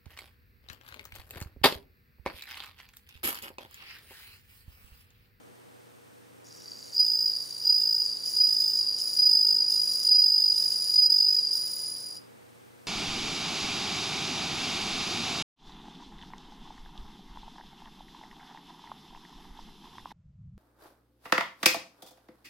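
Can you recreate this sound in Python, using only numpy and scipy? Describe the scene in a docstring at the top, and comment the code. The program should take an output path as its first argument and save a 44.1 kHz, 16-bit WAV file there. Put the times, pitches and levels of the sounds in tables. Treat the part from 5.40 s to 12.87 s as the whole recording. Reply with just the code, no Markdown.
"""Bell cricket in a glass tank

Quiet room, two microphones close to the tank. After a dry rasp the cricket sings six phrases near 4.9 kHz,
some fifty wing strokes a second: scratchy lead-in, crest of long strokes, even trill, fade. A last lead-in
trails off and stops. File teeth drive tones with overtones, filtered noise makes the scrape, and decaying
reflections add the tank. Behind it: room air from coloured noise, and wavering mains and appliance hum."""
import sys
import numpy as np
from scipy import signal
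from scipy.fft import rfft, irfft, next_fast_len
from scipy.io import wavfile
from scipy.ndimage import uniform_filter1d

SR = 44100
rng = np.random.default_rng(int(sys.argv[2]) if len(sys.argv) > 2 else 0)


def pcm_store(signal):
    """Save signal as 16-bit PCM."""
    levels = np.round(np.clip(np.atleast_2d(signal), -1, 1) * 32767)
    wavfile.write(sys.argv[1], SR, levels.astype(np.int16).T)


N = 329413
T = np.arange(N) / SR

# Levels of song, scrape and catches are relative: each source has its own trim where it is mixed.
# phrases: (start [s], crest [s], crest length [s], fade [s], lead-in level [dB], crest level [dB],
# trill level [dB], trough level [dB], pitch sag in the trough [Hz], lead-in octave level [dB],
# trill octave level [dB], trill rasp level [dB])
PHRASES = [(1.518, 1.586, 0.037, 1.84, -37.5, -16.5, -22.5, -41, 115, -59.5, -54, -50.5),
           (2.2, 2.287, 0.033, 2.57, -31, -16, -21.5, -36, 75, -55, -53, -50),
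           (2.839, 2.997, .068, 3.35, -33, -19, -22.5, -31, 35, -45, -48, -46.5),
           (3.563, 3.814, 0.073, 4.17, -33.5, -17.5, -19, -24.5, -0.5, -45, -47.5, -48.5),
           (4.267, 4.704, .111, 5.08, -29, -16.5, -19.5, -22, 0, -42.5, -49.5, -49.5),
           (5.108, 5.574, 0.08, 5.93, -29.5, -16.5, -19, -29, 16.5, -43, -51, -48)]
# the dry rasp before the first phrase: (time [s], ring level [dB], pitch [Hz], octave level [dB],
# third harmonic level [dB], rasp level [dB])
WARM_UP = [(1.04, -72, 4930, -85, -83, -58), (1.12, -66, 4930, -83, -80, -57.5),
           (1.22, -64.5, 4850, -80, -76, -52.5), (1.27, -54, 4755, -84, -71, -54),
           (1.51, -49.5, 4740, -75.5, -74, -52.5)]
# the last lead-in, which dies away without a crest: (time [s], ring level [dB], pitch [Hz],
# octave level [dB], third harmonic level [dB], rasp level [dB])
TRAIL_OFF = [(6.13, -26, 4945, -43.5, -48, -45.5), (6.24, -32, 4900, -43, -53, -47),
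             (6.29, -34.5, 4915, -44, -50, -48), (6.5, -36.5, 4914, -42.5, -57, -50.5),
             (6.78, -44.5, 4902, -52.5, -65, -57)]
# how the wing radiates its overtones: (frequency [Hz], level [dB])
RADIATION = [(9000, -9), (9600, -1), (9900, -1), (10250, 0), (10800, -14), (14200, -7.5), (14700, -3.5),
             (14950, 2.5), (15400, -4)]
# resonances through which the wings radiate the scrape: (frequency [Hz], width [Hz], level [dB])
WING_RESONANCES = [(3025, 540, -18.5), (3977, 600, -11), (4823, 320, -0.5), (5553, 520, -2.5),
                   (6635, 750, -5), (7570, 1500, -10), (9700, 1200, -6.5), (11650, 1300, -14.5),
                   (12750, 1000, -13), (15000, 1100, -12.5)]
# narrow dips in the scrape, where reflections from the glass walls cancel: (frequency [Hz], width [Hz], level
# [dB])
DIPS = [(3240, 110, -4.5), (4400, 117, -1.5), (6200, 130, -1), (8300, 250, -4.5)]
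# scratches, where the scraper slips and the rasp flares: (time [s], length [s], added level [dB])
SCRATCHES = [(1.825, .012, 4), (2.048, 0.019, 2), (2.412, .015, 6.5), (2.877, 0.021, 1.5),
             (3.209, 0.031, 5.5), (3.586, 0.039, 4), (5.705, .02, 4.5), (6.169, .025, 3.5)]
# the scraper catching on the file as the song starts: (time [s], peak level [dB])
CATCHES = [(1.2575, -32.5), (1.2837, -33), (1.3176, -33), (1.333, -34), (1.4104, -41), (1.427, -33),
           (1.4813, -37), (1.517, -44), (1.5353, -28)]
# spectrum shape of room air common to both microphones: (frequency [Hz], level [dB per Hz])
AIR_MID = [(25, -29.5), (60, -20.5), (120, -10), (250, -6.5), (480, -7), (700, -12), (1600, -14),
           (3200, -19), (5500, -21.5), (7800, -24.5), (8650, -17.5), (9500, -25), (15500, -26)]
# spectrum shape of room air opposed between them: (frequency [Hz], level [dB per Hz])
AIR_SIDE = [(25, -38.5), (60, -14), (110, -7.5), (240, -0.5), (500, -2.5), (1000, -10), (2400, -18.5),
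            (4400, -28.5), (8000, -32.5), (15500, -30)]
# uneven level of the low background noise: (time [s], level [dB])
LOW_NOISE_LEVEL = [(0, 0.5), (.8, -1.5), (1.3, 1), (2.6, 2), (3.6, 3.5), (4.6, 4), (4.9, 1.5), (5.3, 5),
                   (5.8, 1), (6.2, 4), (6.7, 2.5), (7.1, -1), (7.47, -.5)]
# mains hum and appliance tones: (frequency [Hz], left level [dB rms], right channel [factor on the left])
HUM = [(92, -79.5, 1.6), (119.5, -70.5, 1.64), (246, -74, 0.3), (364, -80.5, .9), (482, -69, 0.78),
       (837, -79, 0.75)]

SONG_START_S, SONG_END_S = 1.043, 6.78
REST_START_S, REST_END_S = 5.677, 5.695  # the wings rest for one stroke
STROKE_S, SLOWING_S, LONG_STROKE_S = 0.0178, 0.00054, 0.037  # slowing is added with each phrase
GRIP_S, SWELL_S = 0.02496, 0.0856  # lead-in attack, rise towards the crest
SETTLE_S = 0.01003  # half the step onto and off the crest
TROUGH_SHARE = 0.7  # part of the fade spent falling
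LEAD_IN_DROOP_DB_PER_S, TRILL_DROOP_DB = 18.5, 1.5
LEAD_IN_HZ, CREST_HZ, TRILL_HZ = 4898, 4936, 4950
OCTAVE_CREST_DB, OCTAVE_TROUGH_DB = -49, -52
THIRD_LEAD_IN_DB, THIRD_CREST_DB, THIRD_TRILL_DB, THIRD_TROUGH_DB = -52.5, -50.5, -51.5, -62
RASP_CREST_DB, RASP_TROUGH_DB = -49.5, -51
RASP_LEAD_IN_DB, RASP_PER_OCTAVE = -26, 0.45  # offset, and rasp dB per dB of the lead-in's octave


def cricket(glide_hz=20, loose_glide_hz=50, arch_hz=8, loose_arch_hz=80, jitter_hz=14, loose_jitter_hz=18,
            rough=0.053, loose_rough=0.2, flat_rough=0.48, skid_share=0.55, skid_width=0.3,
            opening_db=-15, loose_opening_db=6.0, opening_drop_hz=120, rasp_db=-1.5):
    """File teeth drive the wing resonance: pure when they lock to it, unsteady and raspy when they slip."""
    ring_db, pitch, octave_db, third_db, scrape_db = song()
    loose = np.clip((-21.5 - ring_db) / 8, 0, 1)  # soft strokes lock poorly
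    closing, opening, place = strokes(loose)
    voiced = np.clip((ring_db + 68) / 12, 0, 1)  # the very softest only scrape
    flat = np.clip((4900 - pitch) / 150, 0, 1)  # teeth too slow for the wing: the tone breaks up

    # the scraper speeds up and then slows along the file, so each stroke is a falling arch of pitch
    glide = (glide_hz + loose_glide_hz * loose) * place
    arch = (arch_hz + loose_arch_hz * loose) * (place ** 2 - 0.2)
    jitter = (jitter_hz + loose_jitter_hz * loose) * wander(200)
    phase = 2 * np.pi * np.cumsum(pitch - glide - arch + jitter) / SR

    # near its fastest a loose stroke outruns the wing, and the ring dips
    skid = skid_share * loose * np.exp(-((place - 0.3 * wander(30)) / skid_width) ** 2)
    roughness = rough + loose_rough * loose ** 2 + flat_rough * flat
    ring = closing * (1 - skid) * (1 + 0.25 * loose) * partial(phase, roughness, width_hz=114)

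    # on the way back the scraper brushes the file: a weaker, rougher tone, lower when loose
    back_phase = 2 * np.pi * np.cumsum(pitch - opening_drop_hz * loose) / SR
    back_gain = gain_of(opening_db + loose_opening_db * loose)
    ring += opening * back_gain * partial(back_phase, 0.5, width_hz=50)
    ring = ring.real * voiced * gain_of(ring_db - 0.2)

    # overtones are stronger early in the stroke, as the scraper bites
    bite = voiced * closing * (1 - 0.25 * place)
    grainy = 0.1 + 0.5 * np.clip((-46 - octave_db) / 9, 0, 1)  # a weak octave is grainier
    octave = radiated(gain_of(octave_db + 1.0) * bite * partial(2 * phase, grainy, width_hz=280))
    third = radiated(gain_of(third_db + 0.8) * bite * partial(3 * phase, 0.4, width_hz=200))

    # the shorter the wave, the further out of step the two microphones hear it
    ports = np.array([[-1], [1]])
    overtones = (octave * np.exp(0.2j * ports) + third * np.exp(0.6j * ports)).real

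    softness = np.clip((-46 - ring_db) / 12, 0, 1)
    scrape = gain_of(scrape_db + rasp_db + flare_db()) * rasp(closing + 1.347 * opening, softness)
    ring_reflected = ring * gain_of(-13.5 + 8.9 * loose)
    reflected = ring_reflected + gain_of(-7) * octave.real + gain_of(-1.5) * third.real
    return ring * gain_of(0.63 * ports) + overtones + catches() + scrape + tank(reflected)


def song():
    """Stages of each phrase, joined in time: ring dB, pitch Hz, octave dB, third harmonic dB and rasp dB."""
    stages = list(WARM_UP)
    ends = [row[0] for row in PHRASES[1:]] + [TRAIL_OFF[0][0] - GRIP_S]
    for phrase, end in zip(PHRASES, ends):
        start, crest, length, fade, lead_db, crest_db, trill_db, trough_db = phrase[:8]
        sag_hz, lead_octave_db, octave_db, rasp_db = phrase[8:]
        grip = start + GRIP_S
        swell = max(crest - SWELL_S, grip)
        grip_db = lead_db + LEAD_IN_DROOP_DB_PER_S * (swell - grip)
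        # a lead-in rasps more the stronger its octave is
        scratch_db = RASP_LEAD_IN_DB + RASP_PER_OCTAVE * lead_octave_db
        top = (crest_db, CREST_HZ, OCTAVE_CREST_DB, THIRD_CREST_DB, RASP_CREST_DB)
        trough = (trough_db, LEAD_IN_HZ - sag_hz, OCTAVE_TROUGH_DB, THIRD_TROUGH_DB, RASP_TROUGH_DB)
        trill = (octave_db, THIRD_TRILL_DB, rasp_db)
        stages += [
            (grip, grip_db, TRILL_HZ, lead_octave_db, THIRD_LEAD_IN_DB, scratch_db),
            (swell, lead_db, LEAD_IN_HZ, lead_octave_db, THIRD_LEAD_IN_DB, scratch_db),
            (crest - SETTLE_S, trill_db, CREST_HZ, lead_octave_db, THIRD_CREST_DB, scratch_db),
            (crest + SETTLE_S, *top),
            (crest + length - SETTLE_S, *top),
            (crest + length + SETTLE_S, trill_db + TRILL_DROOP_DB / 2, CREST_HZ, *trill),
            (fade, trill_db - TRILL_DROOP_DB / 2, TRILL_HZ, *trill),
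            (fade + TROUGH_SHARE * (end - fade), *trough),
            (end, *trough)]
    times, *columns = np.transpose(stages + list(TRAIL_OFF))
    times = np.maximum.accumulate(times)
    return [np.interp(T, times, column) for column in columns]


def strokes(loose, opening_s=0.0062, shape=0.57, uneven_db=1.0, stumble_s=0.0017):
    """Wing motion: pressure on the file while closing and reopening, and place along the file (-1 to 1)."""
    edges = stroke_edges()
    early, strength = rng.standard_normal((2, len(edges)))
    slack = np.interp(edges, T, loose)  # loose strokes are uneven in time
    edges = np.sort(edges + stumble_s * slack * early)
    resting = (T > REST_START_S) & (T < REST_END_S)
    singing = (T > SONG_START_S) & (T < SONG_END_S) & ~resting
    k = np.clip(np.searchsorted(edges, T) - 1, 0, len(edges) - 2)
    half = np.diff(edges)[k] / 2
    middle = (edges[k] + edges[k + 1]) / 2

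    # the wings reopen in a fixed time, so a slow stroke is a longer closing
    closing_half = np.maximum(half - opening_s / 2, 1e-3)
    place = np.clip((T - middle) / closing_half, -1, 1)
    closing = abs(np.cos(np.pi / 2 * place)) ** shape * gain_of(uneven_db * strength)[k]
    reopened = np.clip((abs(T - middle) - closing_half) / (opening_s / 2), 0, 1)
    opening = np.sin(np.pi / 2 * reopened)

    # two short averages round the stroke edges
    both = np.array([closing, opening]) * singing
    both = abs(uniform_filter1d(uniform_filter1d(both, size=36), size=28))
    closing, opening = both / np.sqrt(np.mean(both[0, singing] ** 2))
    return closing, opening, place


def stroke_edges():
    """Start of every wing stroke: long on each crest, then an even beat a little slower in each phrase."""
    edges = [np.arange(SONG_START_S, PHRASES[0][1] - STROKE_S / 2, STROKE_S)]
    next_crests = [row[1] for row in PHRASES[1:]] + [SONG_END_S]
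    for k, (phrase, until) in enumerate(zip(PHRASES, next_crests)):
        crest, length = phrase[1:3]
        beat = STROKE_S + k * SLOWING_S
        long_count = max(round(length / LONG_STROKE_S), 1)
        edges.append(np.linspace(crest, crest + length, long_count, endpoint=False))
        edges.append(np.arange(crest + length, until - 0.8 * beat, beat))
    return np.concatenate(edges + [[SONG_END_S]])


def partial(phase, roughness, width_hz):
    """One complex tone of the wing, real part at rms one; uneven teeth spread a skirt around it."""
    grain = 1 + roughness * (wander(width_hz) + 1j * wander(width_hz))
    return np.sqrt(2 / (1 + 2 * roughness ** 2)) * grain * np.exp(1j * phase)


def radiated(tone):
    """An overtone carries best where it meets a resonance of the wing."""
    hz, db = np.transpose(RADIATION)
    size = next_fast_len(N)
    f = np.fft.fftfreq(size, 1 / SR)
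    return np.fft.ifft(np.fft.fft(tone, size) * gain_of(np.interp(f, hz, db)))[:N]


def rasp(pressure, softness, clump_db=4.5, burst_db=2.0, linger=0.266, linger_s=0.014,
         apart_share=0.25, broad_db=-13, soft_dull_db=-6):
    """Dry scrape of the file: each wing resonance takes its own clumps of noise under the strokes."""
    keep = np.exp(-1 / (linger_s * SR))
    force = pressure * gain_of(burst_db * wander(130)) ** 2
    out = np.zeros((2, N))
    broad = (5600, 22000, broad_db)
    for hz, width, db in list(WING_RESONANCES) + [broad]:
        # a soft scrape loses level away from 5600 Hz
        dulling_db = soft_dull_db * softness * abs(np.log2(hz / 5600))
        power = force * gain_of(clump_db * wander(180) + dulling_db) ** 2
        power += linger * signal.lfilter([1 - keep], [1, -keep], power)  # it lingers briefly in the tank
        noise = np.sqrt(power) * rng.standard_normal((2, N))
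        b, a = signal.iirpeak(hz, hz / width, fs=SR)
        out += gain_of(db) * evened(signal.lfilter(b, a, signal.lfilter(b, a, noise)))

    size = next_fast_len(N)
    f = np.fft.rfftfreq(size, 1 / SR)
    dips = gain_of(sum(db * np.exp(-((f - hz) / width) ** 2) for hz, width, db in DIPS))
    common, apart = irfft(rfft(out, size) * dips, size)[:, :N]
    return np.array([common + apart_share * apart, common - apart_share * apart])


def flare_db():
    """Rise of the rasp in decibels during each scratch, as the scraper slips."""
    return sum(db * np.exp(-(2 * (T - s) / length) ** 2) for s, length, db in SCRATCHES)


def catches(hz=4720, rise_s=0.0012, trim_db=-3):
    """As the song starts, the scraper catches a few teeth and the wing rings for an instant."""
    out = np.zeros(N)
    t = np.arange(SR // 50) / SR
    ping = t / rise_s * np.exp(1 - t / rise_s) * np.sin(2 * np.pi * hz * t)
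    for s, peak_db in CATCHES:
        out[round(s * SR):][:len(t)] += gain_of(peak_db + trim_db) * ping
    return out


def tank(x, mode_hz=4927, mode_width_hz=10, mode_db=5.0, t60_s=0.22):
    """Dense reflections between the glass walls, and one standing wave that the song keeps ringing."""
    t = np.arange(SR // 3) / SR
    decay = gain_of(-60 * t / t60_s) * (t > 0.002)
    common, apart = rng.standard_normal((2, len(t))) * decay
    tails = np.array([common + apart / 2, common - apart / 2])
    damping = np.pi * mode_width_hz
    standing = 2 * damping / SR * np.exp(-damping * t) * np.sin(2 * np.pi * mode_hz * t)
    response = tails / np.linalg.norm(tails[0]) + gain_of(mode_db) * standing
    return signal.oaconvolve(x[None], response, axes=1)[:, :N]


def room(mid_db=-60, side_db=-54):
    """Soft air noise whose low part varies in level, and a wavering hum."""
    mid = gain_of(mid_db) * coloured(rng.standard_normal(N), AIR_MID)
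    side = gain_of(side_db) * coloured(rng.standard_normal(N), AIR_SIDE)
    air = np.array([mid + side, mid - side])
    low = signal.sosfilt(signal.butter(1, 2500, fs=SR, output="sos"), air)
    low_gain = gain_of(np.interp(T, *np.transpose(LOW_NOISE_LEVEL)))
    air = air + low * (low_gain - 1)
    for hz, db, right in HUM:
        level = np.sqrt(2) * gain_of(db + 0.71 * wander(2.0))
        tone = level * np.sin(2 * np.pi * hz * T + 0.34 * wander(1.69))
        air = air + np.array([[1], [right]]) * tone
    return air


def coloured(x, points):
    """Gives x a spectrum drawn through (frequency [Hz], level [dB]) points on a log axis; rms one."""
    hz, db = np.transpose(points)
    size = next_fast_len(N)
    f = np.fft.rfftfreq(size, 1 / SR)
    shape = gain_of(np.interp(np.log(f + 1), np.log(hz + 1), db))
    return evened(irfft(rfft(x, size) * shape, size)[:N])


def wander(hz):
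    """Smooth random motion of rms one: noise that falls off above about hz."""
    size = next_fast_len(N)
    f = np.fft.rfftfreq(size, 1 / SR)
    return evened(irfft(rfft(rng.standard_normal(size)) / (1 + (f / hz) ** 2), size)[:N])


def evened(x):
    """Scales to an rms of one."""
    return x / np.sqrt(np.mean(abs(x) ** 2) + 1e-20)


def gain_of(db):
    """Decibels to amplitude."""
    return 10 ** (np.asarray(db) / 20)


def scene():
    """The cricket in its tank, close to the microphones, with the quiet room behind."""
    return cricket() + room()


def record(dry, edge_hz=15750):
    """The recorder's band limit: a steep low-pass."""
    low_pass = signal.firwin(511, edge_hz, window=("kaiser", 9), fs=SR)
    return signal.oaconvolve(dry, low_pass[None], "same")


dry = scene()
out = record(dry)
pcm_store(out)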